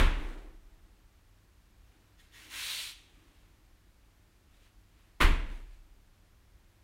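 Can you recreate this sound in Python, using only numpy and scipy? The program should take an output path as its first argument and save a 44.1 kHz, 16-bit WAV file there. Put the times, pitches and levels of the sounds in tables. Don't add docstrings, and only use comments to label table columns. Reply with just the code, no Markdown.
import sys
import numpy as np
from scipy import signal
from scipy.fft import rfft, irfft
from scipy.io import wavfile

SR = 44100
rng = np.random.default_rng(int(sys.argv[2]) if len(sys.argv) > 2 else 0)


def unload_wav(signal):
    wavfile.write(
        sys.argv[1],
        SR,
        np.round(np.clip(np.atleast_2d(signal).T, -1, 1) * 32767).astype(np.int16),
    )


N = 301503
LEAD = SR // 4
TIME = np.arange(-LEAD, N) / SR


def undb(db):
    return 10 ** (np.asarray(db) / 20)


def unit(x):
    return x / np.sqrt(np.mean(x ** 2))


def noise():
    return rng.standard_normal(len(TIME))


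def on_log_axis(hz, points):
    f, value = np.transpose(points)
    return np.interp(np.log(np.maximum(hz, 1)), np.log(f), value)


def colour(x, points, size=8192):
    log_gain = np.log(undb(on_log_axis(np.fft.rfftfreq(size, 1 / SR), points)))
    cepstrum = irfft(log_gain)
    cepstrum[1:size // 2] *= 2
    cepstrum[size // 2 + 1:] = 0
    impulse = irfft(np.exp(rfft(cepstrum)))
    return signal.fftconvolve(x, impulse)[:len(x)]


def lowpass(x, hz, order=1):
    sos = signal.butter(order, min(hz, SR / 2 - 1), fs=SR, output="sos")
    return signal.sosfilt(sos, x)


def friction(grain_db, grain_hz):
    unevenness_db = grain_db * unit(lowpass(noise(), grain_hz))
    return unit(noise() * undb(unevenness_db))


def rubbing(rows, spectrum):
    swell = sum(undb(db) * np.exp(-2 * ((TIME - s) / length) ** 2) for s, length, db in rows)
    return swell * unit(colour(friction(grain_db=1.5, grain_hz=150), spectrum))


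# pitch_hz, t60_s (time to fall 60 dB)
ROOM_DECAY = [(100, 0.89), (180, 0.78), (310, 0.63), (600, 0.75), (1200, 0.56), (2200, 0.67), (4000, 0.57),
              (7000, 0.53), (15000, 0.27)]


def room_response(early_db, early_s):
    t = np.arange(SR) / SR
    hz = np.fft.rfftfreq(SR, 1 / SR)
    spectrum = rfft(rng.standard_normal(SR))
    centres, t60s = np.transpose(ROOM_DECAY)
    response = np.zeros(SR)
    for share, t60 in zip(np.eye(len(centres)), t60s):
        band = irfft(spectrum * on_log_axis(hz, np.c_[centres, share]))
        response += band * np.exp(-np.log(1000) * t / t60)
    response *= 1 + undb(early_db) * np.exp(-t / early_s)
    return response / np.linalg.norm(response)


def room(x):
    return signal.fftconvolve(x, room_response(early_db=4, early_s=0.0033))[:len(x)]


# pitch_hz, level_db (relative)
STILL_COLOUR = [(12, -37), (20, -8), (42, 3), (70, -6.5), (106, -10.5), (126, -19.5), (175, -17),
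                (259, -23), (306, -19), (465, -28.5), (505, -27.5), (1770, -30), (10500, -41.5),
                (12400, -40.5), (15500, -45)]
QUIET_DB = -61.5


def still_room(hum_hz=100, hum_db=-75):
    hum = undb(hum_db) * unit(np.sin(2 * np.pi * hum_hz * TIME))
    return undb(QUIET_DB) * unit(colour(noise(), STILL_COLOUR)) + hum


# first_touch_s, slap_level_db, weight_level_db (relative)
FALL_TIMES = [(-0.056, 2.5, 1.7), (5.2014, 0.5, 0)]
# delay_s (after first touch), level_db (relative), contact_s (decay constant), treble_corner_hz, bass_corner_hz
ARM_SLAPS = [(0, -21, 0.00087, 3030, 697), (.0033, -3.5, 0.0013, 4030, 296.5),
             (.009, -4, 0.00084, 7000, 398), (.0123, -2.5, 0.0023, 8000, 400),
             (.02, -1.5, 0.002, 4495, 70.9)]
# pitch_hz, level_db (relative)
SKIN_ON_FOAM = [(80, -2.5), (120, 2), (200, 0), (310, 5.5), (480, -4.5), (760, -8.5), (1000, 0), (1700, -2),
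                (2200, -2.5), (3600, -8.5), (5000, -19), (7500, -20.5), (9200, -18), (15500, -17.5)]


def contacts(rows, crack_db):
    out = np.zeros(len(TIME))
    t = np.arange(SR) / SR
    for s, db, contact_s, treble_hz, bass_hz in rows:
        closing = np.exp(-t / contact_s)
        crack = rng.standard_normal(SR) * closing
        crack = undb(crack_db) * crack / np.linalg.norm(crack)
        ring = (1 - closing) * room_response(early_db=2.5, early_s=0.037)
        hit = crack + ring
        without_bass = hit - lowpass(hit, bass_hz)
        start = LEAD + int(s * SR)
        out[start:start + SR] += undb(db) * lowpass(without_bass, treble_hz)
    return out


def slaps():
    rows = []
    for s, slap_db, _ in FALL_TIMES:
        for delay, db, *touch in ARM_SLAPS:
            rows.append((s + delay, slap_db + db, *touch))
    return undb(16.5) * colour(contacts(rows, crack_db=-5.5), SKIN_ON_FOAM)


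# delay_s (after first touch), level_db (relative), push_s (force peaks at a quarter of it)
WEIGHT_PUSHES = [(.009, -13.5, 0.0099), (0.0409, -2.5, 0.011), (0.0681, -10, 0.0049), (.11, -21.5, 0.0026),
                 (.27, -20.5, .02)]
# pitch_hz, level_db (relative), t60_s (time to fall 60 dB)
JOIST_MODES = [(27.9, -12, 1.72), (31.56, 2.2, 0.7), (33.84, -7.5, 0.78), (38.38, -13.5, 1.4),
               (43.6, -12.5, 0.5), (54.65, -5, 1.1), (63.7, -16, 0.47), (63.6, 1.5, 0.53), (77, -1, 0.34),
               (108.5, -9.5, 0.281), (126.6, -1, 0.2), (159.1, -7.5, 0.72), (236.5, -15, 0.74),
               (315, -24.5, .8)]


def floor_boom(modes_db=-17):
    force = np.zeros(len(TIME))
    for s, _, weight_db in FALL_TIMES:
        for delay, db, push_s in WEIGHT_PUSHES:
            age = np.maximum(TIME - s - delay, 0) / (push_s / 4)
            pulse = age * np.exp(-age)
            force += undb(weight_db + db) * pulse / pulse.sum()
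    t = np.arange(2 * SR) / SR
    ring = np.zeros(len(t))
    for hz, db, t60 in JOIST_MODES:
        ring += undb(db) * np.sin(2 * np.pi * hz * t) * np.exp(-np.log(1000) * t / t60)
    return undb(modes_db) * signal.fftconvolve(force, ring)[:len(TIME)]


# middle_s, length_s (between points 4.3 dB below the peak),
# cloth_level_db, mat_level_db
BODY_SHIFTS = [(0.237, 0.18, -59.5, -49), (0.42, 0.18, -71.5, -58), (0.82, 0.3, -84, -71.5),
               (2.002, 0.33, -76.5, -73.5), (2.5, 0.21, -80, -65), (3.253, 0.44, -72, -70.5),
               (4.556, 0.06, -70.5, -80), (4.652, 0.06, -67.5, -82), (5.018, 0.14, -74.5, -78),
               (5.54, 0.13, -63.5, -59), (5.726, 0.095, -71, -81)]
# pitch_hz, level_db (relative)
RUSTLE_COLOUR = [(300, -6.5), (1000, -2), (2500, 5.5), (4000, 1), (5000, -6), (9000, -7.5), (15500, -18)]
# pitch_hz, level_db (relative)
DULL_RUB_COLOUR = [(100, -20.5), (220, -10.5), (300, 0), (380, -6), (480, -12.5), (1000, -16),
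                   (2000, -19.5), (5000, -59)]


def body_moves():
    clothes = rubbing([(s, length, db) for s, length, db, _ in BODY_SHIFTS], RUSTLE_COLOUR)
    weight = rubbing([(s, length, db) for s, length, _, db in BODY_SHIFTS], DULL_RUB_COLOUR)
    return clothes + weight


# middle_s, length_s (between points 4.3 dB below the peak), level_db (before the room)
ARM_SCUFFS = [(2.2, 0.028, -61.5), (2.352, 0.04, -55)]
# pitch_hz, level_db (relative)
PALM_ON_FOAM = [(150, -17), (330, -19), (750, -20), (950, -7.5), (1450, -2.5), (2300, 2), (3900, -3),
                (5000, -7), (7600, -10.5), (9400, -10.5), (15500, -16.5)]


def scuffs():
    return room(rubbing(ARM_SCUFFS, PALM_ON_FOAM))


# start_s, length_s, level_db (relative)
HAND_STROKES = [(2.317, 0.24, -58), (2.491, 0.46, -37.5)]
# pitch_hz, level_db (relative)
FINGERS_ON_FOAM = [(150, -31.5), (750, -24.5), (1300, -32), (2200, -9), (3000, -2.5), (3900, -1),
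                   (5000, -10.5), (7600, -13.5), (9400, -11), (10500, -16.5), (15500, -20.5)]
SPEED_POWER = 0.98
ROLL_AT_S, ROLL_S = 2.558, 0.043
FINGER_SHARE = 0.8
PALM_DB, FINGER_DB = 2, -1


def hand_slide():
    strength = 0
    for s, length, db in HAND_STROKES:
        speed = np.abs(np.sin(np.pi * np.clip((TIME - s) / length, 0, 1)))
        strength = strength + undb(db) * speed ** SPEED_POWER
    share = FINGER_SHARE * (1 - np.exp(-np.maximum(TIME - ROLL_AT_S, 0) / ROLL_S))
    roll = np.pi / 2 * np.clip(share, 0, 1)
    palm = undb(PALM_DB) * np.cos(roll)
    fingers = undb(FINGER_DB) * np.sin(roll)
    out = 0
    for weight, spectrum in (palm, PALM_ON_FOAM), (fingers, FINGERS_ON_FOAM):
        rub = strength * weight * unit(colour(friction(grain_db=1.0, grain_hz=400), spectrum))
        out = out + rub + undb(-7.5) * room(rub)
    return out


def scene():
    falls = slaps() + floor_boom()
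    movement = body_moves() + scuffs() + hand_slide()
    return (still_room() + falls + movement)[None, LEAD:]


def record(dry, low_hz=8, top_hz=15750):
    without_steady = dry - lowpass(dry, low_hz)
    top_cut = signal.ellip(10, .1, 80, top_hz, fs=SR, output="sos")
    return signal.sosfilt(top_cut, without_steady)


dry = scene()
out = record(dry)
unload_wav(out)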